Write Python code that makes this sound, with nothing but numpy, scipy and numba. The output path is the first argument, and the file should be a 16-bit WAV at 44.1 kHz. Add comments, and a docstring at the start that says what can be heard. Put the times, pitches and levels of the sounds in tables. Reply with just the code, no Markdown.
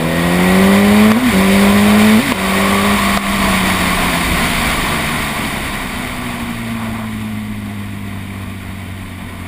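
"""On the road, heard from a rider's helmet: a four-cylinder sports bike with an open exhaust pulls
through three gears, then coasts down with the throttle shut. Each firing booms in the pipe, and as
each pull ends, unburnt fuel goes off with a pop that makes a limiter turn the sound down briefly.
A thin whine joins the first pull. Air rushes over the microphone's case, thumps it and whistles
over an edge, and this wind fades as the bike slows."""
import sys
import numpy as np
from scipy import signal
from scipy.fft import rfft, irfft, next_fast_len
from scipy.io import wavfile
from scipy.ndimage import minimum_filter1d, map_coordinates
from numba import njit

SR = 44100
rng = np.random.default_rng(int(sys.argv[2]) if len(sys.argv) > 2 else 0)


def inscribe(sig):
    """Save sig as 16-bit PCM at rate SR to the path in sys.argv[1].

    A 1-D sig is mono; a 2-D sig holds one channel per row.
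    Samples are clipped to [-1, 1] before scaling.
    """
    pcm = np.round(np.clip(np.atleast_2d(sig).T, -1, 1) * 32767)
    wavfile.write(sys.argv[1], SR, pcm.astype(np.int16))


N = 417627
TIME = np.arange(N) / SR
FREQS = np.arange(N // 2 + 1) * SR / N + 1e-3  # every frequency of a spectrum, in Hz

# how the pipe and silencer boost or weaken each pitch (frequency [Hz], gain [dB])
PIPE_TONE = [(45, -20), (102, 5.5), (160, 0.5), (215, 15.5), (260, 8), (320, -2.5), (385, 4.5), (470, -1.5),
             (600, -2), (800, -11.5), (1030, -7.5), (1500, -23.5), (1780, -19), (1915, -12.5), (2050, -24),
             (2400, -22)]
# bangs of unburnt fuel (time [s], level [dB], ring pitch [Hz])
FUEL_POPS = [(1.1178, 7.3, 900), (2.3208, 5.8, 780), (3.1737, 8.3, 950)]
# one pull per gear (start [s], end [s], first firing rate [Hz], last [Hz], load [dB], throttle [0-1])
GEAR_PULLS = [(0, 1.155, 159.5, 219.1, 8, 0.92), (1.342, 2.185, 188.9, 218, 7, 0.78),
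              (2.36, 2.945, 188.6, 203.7, 1.2, 1)]
# gear changes with the clutch in (jump in firing rate [Hz], extra boom [dB])
GEAR_CHANGES = [(50, 3.5), (79, -2)]
# rolling with the throttle shut (time [s], firing rate [Hz], level of the pipe's other tones [dB])
COASTING = [(3.05, 197.3, -43), (3.18, 200, -42), (3.36, 197, -30), (4.0, 176.8, -27.5), (4.72, 159.3, -32),
            (5.31, 142, -36), (5.9, 128, -40), (6.49, 117.2, -37), (7.08, 109.3, -38.5), (8.26, 97.64, -41),
            (9.47, 90.8, -45)]


def exhaust(boom_db, pipe_db, throttle, cycle):
    """Four firings per cycle ring the pipe; unequal cylinders add weaker tones between their harmonics."""
    # ringing of the header pipes that leave the cylinders (pitch [Hz], width [Hz], gain [dB])
    header_rings = [(538, 24, 0), (770, 29, -3.5)]
    # from the second pop on, with the throttle shut, the note flutters more
    shut_after_second_pop = (1 - throttle) * (TIME > FUEL_POPS[1][0])
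    flutter_db = (.19 + .72 * shut_after_second_pop) * walk(26)
    boom = undb(boom_db + flutter_db) * np.sin(4 * cycle)
    jitter = .02 * walk(45)
    brightness = .06 + .94 * throttle
    tones = np.zeros(N)
    for order in [2, *range(6, 50, 2), *range(9, 19, 2)]:  # swings per engine cycle
        hz = order * FIRING_HZ / 4
        if order % 2:
            gain = sum(undb(db) / (1 + ((hz - pitch) / width) ** 2) for pitch, width, db in header_rings)
        else:
            # tones between the firing harmonics are weak low down and catch up in the treble
            gain = response(PIPE_TONE, hz) * undb(-10 * (order % 4 > 0) * np.exp(-order / 25))
        # soft coasting pulses only ring the lowest notes of the pipe
        gain *= brightness + (1 - brightness) / (1 + (hz / 310) ** 10)
        waver = 1 + min(.012 * order, .35) * walk(40)
        # even orders line up into a throb; the long ring of the headers smears the odd ones
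        smear = order ** 2 * (1 if order % 2 else .045)
        tones += gain * waver * np.sin(order * (cycle + jitter) - smear)
    return np.sqrt(2) * (boom + undb(pipe_db) * tones)


def firing_rate():
    """Firings per second: they climb in each gear, jump while the clutch is in and sink on the coast."""
    points = []
    for start, end, first_hz, last_hz, *_ in GEAR_PULLS:
        points += [(start, first_hz), (end, last_hz)]
    hz, = curves(points + [row[:2] for row in COASTING])
    jumps_hz, _ = np.transpose(GEAR_CHANGES)
    return hz + jumps_hz @ rev_flares()


def rev_flares():
    """The revs flare at each gear change: an arch, 0-1, that rises faster than it falls."""
    gaps = zip(GEAR_PULLS, GEAR_PULLS[1:])
    progress = np.array([np.interp(TIME, [before[1], after[0]], [0, 1]) for before, after in gaps])
    return np.sin(np.pi * progress ** .821)


def engine_effort():
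    """Boom level (dB), level of the other tones (dB) and throttle; revs and load set both levels."""
    # how loudly the pipe booms without load (firing rate [Hz], level [dB])
    boom_levels = [(90, -31), (101, -27.5), (118, -31.5), (129, -38), (142, -30.5), (160, -29.5),
                   (176, -23), (190, -18.5), (218, -14.5), (245, -12), (280, -18.5)]
    open_s, shut_s, gear_change_db = .04, .094, -24
    pulling = np.array([envelope(start - open_s, open_s, end - start, shut_s)
                        for start, end, *_ in GEAR_PULLS])
    *_, loads_db, throttles = np.transpose(GEAR_PULLS)
    _, extra_boom_db = np.transpose(GEAR_CHANGES)
    driving = pulling.sum(axis=0)
    load_db = loads_db @ pulling
    # the note breaks briefly as the engine swings between driving and coasting
    break_db = -10 * np.sin(np.pi * driving) ** 4
    unloaded_db = 20 * np.log10(response(boom_levels, FIRING_HZ))
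    boom_db = unloaded_db + load_db + extra_boom_db @ rev_flares() + break_db
    _, coast_db = curves(COASTING)
    shut_db = np.where(TIME < GEAR_PULLS[-1][0], gear_change_db, coast_db)
    power_db = -29.5 + 13.5 * np.log2(FIRING_HZ / 200)  # 13.5 dB more for twice the revs
    pipe_db = driving * power_db + (1 - driving) * shut_db + load_db
    return boom_db, pipe_db, np.clip(throttles @ pulling, 0, 1)


def exhaust_gas(pipe_db, throttle, cycle, case):
    """Swirling gas burbles in the pipe; with the throttle open, each firing also rasps."""
    burble = noise(response(PIPE_TONE, FREQS) ** 2 * below(320, order=5))
    puffs = (1 + np.cos(4 * cycle)) ** 3 * (1 + .35 * np.cos(2 * cycle))
    rasp_band = below(3100, order=3) * (1 - below(560, order=2))
    rasp = unit(puffs * noise(case * rasp_band))
    return undb(pipe_db) * (undb(-1 - 16 * throttle) * burble + undb(-6) * throttle * rasp)


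def fuel_pops(case):
    """Each bang of unburnt fuel briefly rings two notes of the silencer, with a crack of gas on top."""
    rise_s, decay_s = .0001, .0024
    out = np.zeros(N)
    crack = noise(case * below(3100, order=2))
    for time_s, db, ring_hz in FUEL_POPS:
        age = np.maximum(TIME - time_s, 0)
        shape = (1 - np.exp(-age / rise_s)) * np.exp(-age / decay_s)
        phase = 2 * np.pi * ring_hz * age
        rings = .45 * np.sin(.72 * phase) + .5 * np.sin(1.25 * phase)
        out += undb(db) * shape * (.28 * crack - rings)
    return out


def mechanical_whine():
    """A thin, unsteady mechanical tone creeps upward during the first pull."""
    start_s, start_hz, rise_hz_per_s = .0708, 1860, 150
    hz = start_hz + rise_hz_per_s * (TIME - start_s)
    phase = 2 * np.pi * np.cumsum(hz) / SR + .7 * walk(70)
    shape = envelope(start_s, attack_s=.08, hold_s=.7, release_s=.3)
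    return np.sqrt(2) * shape * undb(-29.5 + 2 * walk(40)) * np.sin(phase)


def wind(case):
    """Air streams past the helmet and dies down as the bike slows."""
    # strength of the airflow (time [s], level [dB])
    airflow = [(0, -25.5), (.5, -20.5), (1, -19.5), (2.05, -18), (2.6, -19), (4.7, -19), (6.3, -28),
               (7.6, -35.5), (9.47, -36)]
    airflow_db, = curves(airflow)
    speed_db = airflow_db - airflow_db.max()  # 0 at the strongest airflow
    return undb(airflow_db) * air_rush(speed_db, case) + edge_whistle() + buffeting(speed_db)


def air_rush(speed_db, case):
    """Air rushes over the microphone's case in quick gusts, brighter at speed."""
    # overall tone of the rush (frequency [Hz], gain [dB])
    rush_tone = [(150, -16), (300, 4.5), (500, -7), (900, -3), (1600, -10.5), (2300, -6.5), (3500, -9.5),
                 (5000, -20), (6000, -26.5), (7000, -23), (10000, -18), (12000, -41), (14000, -17.5),
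                 (15500, -24.5)]
    colour = response(rush_tone, FREQS) * case
    low, middle, high = below(1555, order=6), below(3880, order=6), below(7700, order=8)
    hollow = noise(colour * low * (1 - below(283, order=3)))
    body = noise(colour * np.sqrt(1 - low ** 2) * middle)
    hiss = noise(colour * np.sqrt(1 - middle ** 2) * high)
    fizz = noise(colour * np.sqrt(1 - high ** 2))
    treble = undb(-9 + .21 * speed_db) * hiss + undb(-8.5 + .035 * speed_db) * fizz
    # the finest swirls come in bursts of a millisecond or two
    grain = undb(.89 * walk(420))
    # as the rider lifts a hand, the hollow midrange swells, then cuts off
    swell_db = 6 * envelope(start_s=6.7, attack_s=.35, hold_s=0, release_s=.023)
    hollow *= undb(-1.5 + swell_db + .99 * walk(12))
    gusts = undb(.5 * walk(24))
    return gusts * (hollow + grain * (undb(-1) * body + treble))


def edge_whistle():
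    """Air blowing over an edge makes a breathy whistle that sets in, holds and dies away."""
    start_s, attack_s, hold_s, fade_db_per_s = 2.26, .17, .7, 7.5
    age = TIME - start_s
    level_db = -22.5 - fade_db_per_s * np.maximum(age - attack_s - hold_s, 0)
    return np.clip(age / attack_s, 0, 1) * undb(level_db) * narrow_noise(hz=1130, width_hz=65)


def buffeting(speed_db):
    """Swirls of air thump the microphone, harder once the rider sits up from behind the windscreen."""
    # tone of the thumps (frequency [Hz], gain [dB])
    thump_tone = [(15, -14), (28, -10), (44, -5), (62, 1), (85, -3), (130, -8.5), (180, -3), (240, -2.5),
                  (310, -11), (480, -18.5), (900, -50)]
    sit_up_s, sit_up_length_s = 3.03, .25
    upright = np.clip((TIME - sit_up_s) / sit_up_length_s, 0, 1)
    big_gust = envelope(start_s=4.19, attack_s=.14, hold_s=0, release_s=.14)
    force_db = .64 * speed_db - 1.5 * (1 - upright) + 3.5 * big_gust
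    thumps = noise(response(thump_tone, FREQS)) * undb(1.2 * walk(13))
    # the helmet's deepest shudder only builds up out in the open air
    shudder = upright * narrow_noise(hz=29, width_hz=5)
    return undb(force_db - 22) * thumps + undb(force_db - 29) * shudder


def microphone_case():
    """The case rings at some frequencies and swallows others: its gain at each one."""
    # peaks and dips of the case (frequency [Hz], width [Hz], gain [dB])
    peaks_and_dips = [(681, 80, 7.5), (1059, 148, 7), (1164, 28, 7), (1454, 190, 5.5), (1910, 360, 8.5),
                      (2314, 376, 6), (2706, 94, -0.5), (3076, 49, 5.5), (3700, 340, 3.5), (4025, 110, -11),
                      (4644, 140, 5), (5990, 180, -16), (7360, 200, 4), (7940, 225, -7.5), (8200, 740, 5),
                      (9890, 500, 4.5), (11000, 340, 11), (13200, 174, 7.1)]
    return undb(sum(db * np.exp(-2 * ((FREQS - hz) / width) ** 2) for hz, width, db in peaks_and_dips))


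def undb(db):
    """Turn decibels into a gain to multiply by."""
    return 10 ** (np.asarray(db) / 20)


def unit(x):
    """Scale to an average (rms) level of 1."""
    return x / np.sqrt(np.mean(x ** 2))


def curves(table):
    """Join a table's timed rows with straight lines: one curve for each column after the time."""
    times, *columns = np.transpose(table)
    return [np.interp(TIME, times, column) for column in columns]


def envelope(start_s, attack_s, hold_s, release_s):
    """Rise from 0 to 1, hold and fall back, in straight lines."""
    return np.interp(TIME, start_s + np.cumsum([0, attack_s, hold_s, release_s]), [0, 1, 1, 0])


def response(points, hz):
    """Look up the gain at hz in a table of (frequency [Hz], gain [dB])."""
    points_hz, db = np.transpose(points)
    return undb(np.interp(np.log(hz), np.log(points_hz), db))


def below(hz, order):
    """Gains that keep the frequencies below hz; a higher order cuts more sharply."""
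    return 1 / np.sqrt(1 + (FREQS / hz) ** (2 * order))


def noise(gain):
    """Noise of level 1, shaped by a gain for each frequency."""
    size = next_fast_len(N)
    gain = np.interp(np.arange(size // 2 + 1) * SR / size, FREQS, gain)
    return unit(irfft(rfft(rng.standard_normal(size)) * gain, size)[:N])


def narrow_noise(hz, width_hz):
    """Noise gathered around one pitch."""
    return noise(1 / (1 + ((FREQS - hz) / width_hz) ** 2))


def walk(rate):
    """A smooth random wander, roughly 1 in size, through rate random values a second."""
    knots = rng.standard_normal(4096)
    coarse_s = np.arange(0, N + 64, 64) / SR
    return np.interp(TIME, coarse_s, map_coordinates(knots, [coarse_s * rate], order=3, mode="mirror"))


FIRING_HZ = firing_rate()


def scene():
    """Engine and wind as they reach the helmet."""
    boom_db, pipe_db, throttle = engine_effort()
    # the engine's phase: one cycle is four firings, or two turns of the crank, whose speed wavers
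    cycle = np.pi / 2 * np.cumsum(FIRING_HZ * (1 + .003 * walk(30.1))) / SR
    case = microphone_case()
    engine = exhaust(boom_db, pipe_db, throttle, cycle) + exhaust_gas(pipe_db, throttle, cycle, case)
    return (engine + mechanical_whine() + fuel_pops(case) + wind(case))[None]


@njit
def hold_peaks(overload, release):
    """Jump up with each overload and let go slowly."""
    out, held = np.empty(len(overload)), 0.
    for i in range(len(overload)):
        held = max(overload[i], held * release)
        out[i] = held
    return out


def record(dry):
    """A limiter turns down after each pop; the electronics add a faint sizzle and cut the top treble."""
    attack_s, hold_s, release_s, max_duck_db = .0018, .035, .075, 7
    sizzle_hz, top_hz = 12000, 15300
    overload_db = np.minimum(20 * np.log10(np.maximum(np.abs(dry[0]), 1)), max_duck_db)
    hold = int(hold_s * SR)
    recent_peak_db = -minimum_filter1d(-overload_db, hold, origin=(hold - 1) // 2)
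    held_db = hold_peaks(recent_peak_db, np.exp(-1 / (release_s * SR)))
    # the limiter needs a moment to bite, so the front of a pop clips
    attack = np.exp(-1 / (attack_s * SR))
    duck_db = signal.lfilter([1 - attack], [1, -attack], held_db)
    limited = np.clip(dry * undb(-duck_db), -1, 1)
    sizzle = undb(-27.5) * limited * np.cos(2 * np.pi * sizzle_hz * TIME)
    treble_cut = signal.ellip(10, .2, 80, top_hz, fs=SR, output="sos")
    return signal.sosfilt(treble_cut, limited + sizzle)


dry = scene()
out = record(dry)
inscribe(out)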